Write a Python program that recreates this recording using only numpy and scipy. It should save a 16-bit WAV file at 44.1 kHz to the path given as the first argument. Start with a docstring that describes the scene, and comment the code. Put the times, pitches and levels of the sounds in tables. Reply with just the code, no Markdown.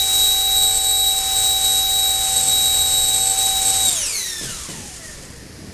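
"""A five-blade ducted fan screams on a bench, is throttled back, loses power and coasts down.
Shaft and blade tones waver in turbulent inflow, then glide down through duct and bench resonances.
Under them: jet hiss, wash and bench rumble, room noise, a faint whistle, a squeak after the power cut.
A small camera nearby is bumped twice. It samples at 16 kHz and holds each sample,
which mirrors the tones about 8 kHz."""
import sys
import numpy as np
from scipy import signal
from scipy.fft import rfft, irfft
from scipy.io import wavfile
from scipy.ndimage import uniform_filter1d, map_coordinates

SR = 44100
rng = np.random.default_rng(int(sys.argv[2]) if len(sys.argv) > 2 else 0)


def file_out(sig):
    """Save sig as 16-bit WAV at sys.argv[1]."""
    # one column per channel
    cols = np.atleast_2d(sig).T
    # limit, then scale
    lim = np.clip(cols, -1, 1)
    pcm = np.round(lim * 32767).astype(np.int16)
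    wavfile.write(sys.argv[1], SR, pcm)


N = 252692
TIME_S = np.arange(N) / SR
BLADES, POWER_CUT_S, CAMERA_HZ = 5, 4.425, 16001.5

# Shaft speed at full throttle: time_s, shaft_hz
FULL_SPEED = [(0, 770.1), (.35, 771.8), (1.05, 771.6), (1.4, 770.2), (1.8, 770.1), (2.4, 769.1), (3, 768.3),
              (3.35, 771.5), (3.6, 770.6)]


def undb(db):
    return 10 ** (np.asarray(db) / 20)


def unit_rms(x):
    return x / np.sqrt(np.mean(x ** 2))


def curves(table):
    """Columns interpolated per sample; the first is time_s."""
    time_s, *columns = np.transpose(table)
    return [np.interp(TIME_S, time_s, column) for column in columns]


def noise(spectrum):
    """Unit-rms noise shaped by rows of freq_hz, relative density_db."""
    freq_hz, density_db = np.transpose(spectrum)
    bins_hz = np.fft.rfftfreq(N, 1 / SR) + 1
    gain = undb(np.interp(np.log(bins_hz), np.log(freq_hz), density_db, left=-60, right=density_db[-1]))
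    return unit_rms(irfft(rfft(rng.standard_normal(N)) * gain, N))


def drift(rate_hz):
    """Smooth unit-rms random signal."""
    span = max(int(SR / rate_hz), 1)
    return unit_rms(uniform_filter1d(uniform_filter1d(rng.standard_normal(N), span), span))


def flutter(rate_hz):
    """Complex drift: shakes amplitude and phase."""
    return drift(rate_hz) + 1j * drift(rate_hz)


def room_noise(level_db=-41.5):
    """Steady room hiss with a faint whistle."""
    # Hiss spectrum: freq_hz, density_db
    spectrum = [(400, -8), (700, -12), (1060, -6), (1600, 2), (1840, 9), (2100, 2), (3600, -8), (4200, 2),
                (5000, 6), (7900, 0)]
    # Whistle: pitch_hz, level_db
    whistle = [(4910, -58)]
    room = undb(level_db) * noise(spectrum)
    for pitch_hz, whistle_db in whistle:
        room += np.sqrt(2) * undb(whistle_db) * np.sin(2 * np.pi * pitch_hz * TIME_S)
    return room


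def bench_rumble(level_db):
    """Bench and room rumble, slowly wavering."""
    # Rumble spectrum: freq_hz, density_db
    spectrum = [(50, -1), (85, 0.5), (130, -2), (300, -6.5), (600, -15.5), (1200, -28.5)]
    return undb(level_db + 1.3 * drift(2.9)) * noise(spectrum)


def camera_bumps():
    """A hand shifts on the camera: dull rumbles with sharp onsets."""
    # Knocks, in two clusters: start_s, peak_db, t60_s
    knocks = [(4.411, -26.5, 0.21), (4.434, -30.5, 0.32), (4.494, -31, 0.18), (4.688, -27.5, 0.68),
              (4.779, -41, 0.66)]
    # Knock spectrum: freq_hz, density_db
    spectrum = [(30, -21), (150, 5.5), (400, -4.5), (1200, -21), (3000, -14)]
    envelope = np.zeros(N)
    for start_s, peak_db, t60_s in knocks:
        age_s = np.clip(TIME_S - start_s, 0, None)
        envelope += undb(peak_db - 60 * age_s / t60_s) * (TIME_S >= start_s)
    return envelope * noise(spectrum)


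def wash_rumble(level_db):
    """Gusty low rumble of the fan's wash."""
    # Wash spectrum: freq_hz, density_db
    spectrum = [(15, 9.5), (40, -2), (70, 0.5), (110, -11), (250, -19)]
    return undb(level_db + 2.2 * drift(5)) * noise(spectrum)


def jet_hiss(level_db):
    """Turbulent jet: bright hiss with fast and slow flicker."""
    # Jet spectrum: freq_hz, density_db
    spectrum = [(100, -33), (300, -23), (560, -7.5), (670, -47), (850, -8.5), (1170, -13), (2200, -9.5),
                (3560, -4.5), (5000, -1), (6500, 6), (7400, 7), (7900, 5)]
    return undb(level_db + 0.99 * drift(35) + 1.23 * drift(4.7)) * noise(spectrum)


def add_squeak(jet, peak_s=4.505, width_s=.022, pitch_hz=2870, level_db=-37, puff_db=3):
    """A short squeak; the hiss swells with it."""
    swell = np.exp(-((TIME_S - peak_s) / width_s) ** 2)
    squeak = np.sqrt(2) * undb(level_db) * swell * np.sin(2 * np.pi * pitch_hz * TIME_S)
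    return jet * undb(puff_db * swell) + squeak


def add_echoes(wave, shaft_hz, wall_s=.011, wall_db=-5, tail_t60_s=.6, tail_db=-2.5):
    """Wall echo and room tail trail a falling tone at its older pitch; gated off at steady speed."""
    delay_s = np.arange(int(tail_t60_s * SR)) / SR
    tail = rng.standard_normal(len(delay_s)) * undb(-60 * delay_s / tail_t60_s) * (delay_s > wall_s)
    response = undb(tail_db) * tail / np.sqrt(np.sum(tail ** 2))
    lag = int(wall_s * SR)
    response[lag] = undb(wall_db)
    pitch_gap = np.roll(shaft_hz, lag) / shaft_hz - 1
    gate = np.clip(pitch_gap / .005, 0, 1) * (np.arange(N) > lag)
    return wave + gate * signal.fftconvolve(wave, response)[:N]


def resonance_db(pitch_hz):
    """Duct and bench resonances lift a tone gliding through."""
    # Resonances: centre_hz, width_hz, lift_db
    modes = [(1870, 150, 19), (2950, 180, 8), (4050, 350, 7), (6300, 280, 9), (7700, 350, 6)]
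    return sum(lift_db * np.exp(-((pitch_hz - centre_hz) / width_hz) ** 2)
               for centre_hz, width_hz, lift_db in modes)


def shaft_speed_hz(knob_start_s=3.829, knob_turn_s=.212, low_hz=335.5, rotor_lag_s=.138):
    """The rotor lags the throttle knob; unpowered, air drag and friction slow it."""
    drag_per_turn, crossover_hz = .0075, 50  # friction equals drag at crossover_hz
    full_hz, = curves(FULL_SPEED)
    knob = np.clip((TIME_S - knob_start_s) / knob_turn_s, 0, 1)
    pole = np.exp(-1 / (rotor_lag_s * SR))
    lagged_knob = signal.lfilter([1 - pole], [1, -pole], knob)
    driven_hz = full_hz - lagged_knob * (full_hz - low_hz)
    cut_angle = np.arctan(driven_hz[int(POWER_CUT_S * SR)] / crossover_hz)
    coast_hz = crossover_hz * np.tan(cut_angle - crossover_hz * drag_per_turn * (TIME_S - POWER_CUT_S))
    return np.where(TIME_S < POWER_CUT_S, driven_hz, coast_hz)


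def shaft_harmonic(turns, multiple, roughness, flutter_hz):
    """One shaft multiple; eddies through the blades spread it into a skirt, more so off throttle."""
    shaft_hz = np.gradient(turns) * SR
    stall = .17 * np.clip((1 - shaft_hz / shaft_hz[0]) / .05 - .1, 0, 1)
    modulation = 1 - stall + (roughness + stall) * flutter(flutter_hz)
    carrier = -np.sqrt(2) * np.exp(2j * np.pi * multiple * turns)
    return modulation * carrier * (multiple * shaft_hz < CAMERA_HZ / 2)


def add_swirl(wave, turns, multiple, hump_db):
    """Eddies turning with the rotor are cut less often: a noisy hump 1.1 % below the tone."""
    downshift = np.exp(-2j * np.pi * .011 * multiple * turns)
    return wave * (1 + undb(hump_db) * flutter(22 * multiple) * downshift)


def fan_rotor():
    """Imbalance hums once a turn, blade pressure dips five times; unequal blades add other multiples."""
    # Full-throttle tones, fading as reflections meet: time_s, shaft_db, blade1_db, blade2_db
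    loaded_tones = [(0.0,-34,-18.5,-24), (0.05,-34.5,-20.5,-26), (0.27,-36.5,-15.5,-22),
                    (0.39,-33,-18.5,-27.5), (0.65,-31.5,-17.5,-20), (0.76,-33,-22.5,-19.5),
                    (1.05,-32,-16.5,-23.5), (1.24,-31.5,-24.5,-25.5), (1.3,-31,-21.5,-29.5),
                    (1.39,-31.5,-20.5,-20), (1.99,-32.5,-17.5,-24), (2.33,-31,-25.5,-23),
                    (2.39,-32.5,-17.5,-20), (2.45,-32,-33,-20.5), (2.49,-31.5,-22,-16.5),
                    (2.53,-34.5,-17.5,-21), (3.09,-34,-20.5,-21), (3.31,-30.5,-28.5,-18),
                    (3.36,-31,-30,-29), (3.4,-29.5,-21,-19.5), (3.58,-30,-21,-26.5), (3.69,-31,-28,-17.5),
                    (3.73,-29.5,-25,-21), (3.85,-32,-23.5,-20.5)]
    # Off-throttle tones: multiple, level_db, loss_db_per_octave, cut_loss_db, resonance_share,
    # roughness, flutter_hz
    slowing_tones = [(1, -40, 10, 10, 0, .05, 53), (5, -32.5, 8.5, -1, .12, .12, 50),
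                     (10, -25, 11.5, 8, .4, .2, 120), (15, -23, 10.5, 12, 1, .05, 150),
                     (20, -41, 6, 8, .5, .15, 95)]
    # Unequal-blade tones at full speed: multiple, level_db
    uneven_tones = [(2, -51), (3, -46.5), (4, -84), (6, -42), (7, -38), (8, -41), (9, -37)]
    shaft_hz = shaft_speed_hz()
    turns = np.cumsum(shaft_hz) / SR
    speed_ratio = shaft_hz / shaft_hz[0]
    speed_lost = 1 - shaft_hz / FULL_SPEED[-1][1]
    unloaded = np.clip((speed_lost - .004) / .1, 0, 1)  # blades shed their load over a 10 % drop
    unpowered = np.clip((TIME_S - POWER_CUT_S) / .04, 0, 1)
    loaded_db = curves(loaded_tones)
    tones = []
    for k, row in enumerate(slowing_tones):
        multiple, level_db, loss_db_per_octave, cut_loss_db, resonance_share, roughness, flutter_hz = row
        level_db = level_db + loss_db_per_octave * np.log2(speed_ratio) - cut_loss_db * unpowered
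        level_db += resonance_share * resonance_db(multiple * shaft_hz)
        if k < len(loaded_db):
            dip_db = .5 * k * (drift(18) ** 2 - 1)  # brief dips, deeper for higher tones
            level_db = unloaded * level_db + (1 - unloaded) * (loaded_db[k] - dip_db)
        tones.append(undb(level_db) * shaft_harmonic(turns, multiple, roughness, flutter_hz))
    hum, blade1, blade2, blade3, blade4 = tones
    scream = add_swirl(blade1, turns, BLADES, hump_db=-24)
    scream += add_swirl(blade2, turns, 2 * BLADES, hump_db=-11) + blade3 + blade4
    for multiple, level_db in uneven_tones:
        gain = speed_ratio ** 6 * undb(level_db + 0.37 * drift(36))
        scream += gain * shaft_harmonic(turns, multiple, roughness=0.17, flutter_hz=40)
    return hum.real + add_echoes(scream.real, shaft_hz)


def scene():
    """Fan, air noise, room and bumps in mono."""
    # Noise levels: time_s, jet_db, wash_db, bench_db
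    levels = [(0, -17.5, -36, -46), (.4, -21.5, -37.5, -49), (1.1, -22, -34, -54.5),
              (1.8, -20, -34.5, -45.5), (2.4, -18, -37.5, -44.5), (2.9, -20.5, -35, -47),
              (3.8, -16.5, -37, -42.5), (4.1, -21.5, -39.5, -48), (4.33, -26, -40, -46.5),
              (4.5, -23.5, -39, -42.5), (4.7, -27.5, -41, -44.5), (5.04, -32, -39.5, -42.5),
              (5.27, -39.5, -39.5, -39.5), (5.73, -63, -51, -37.5)]
    jet_db, wash_db, bench_db = curves(levels)
    air = add_squeak(jet_hiss(jet_db)) + wash_rumble(wash_db)
    background = bench_rumble(bench_db) + room_noise()
    return (air + background + fan_rotor() + camera_bumps())[None]


def record(dry):
    """Camera: anti-alias filter, sample and hold, output low-pass."""
    passband_hz, top_hz = 7900, 12740
    band_limited = signal.sosfilt(signal.ellip(8, .2, 60, passband_hz, fs=SR, output="sos"), dry[0])
    tick = np.floor(np.arange(N) * CAMERA_HZ / SR)
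    held = map_coordinates(band_limited, [tick * SR / CAMERA_HZ], order=5, mode="nearest")
    return signal.sosfilt(signal.ellip(14, .3, 70, top_hz, fs=SR, output="sos"), held)[None]


dry = scene()
out = record(dry)
file_out(out)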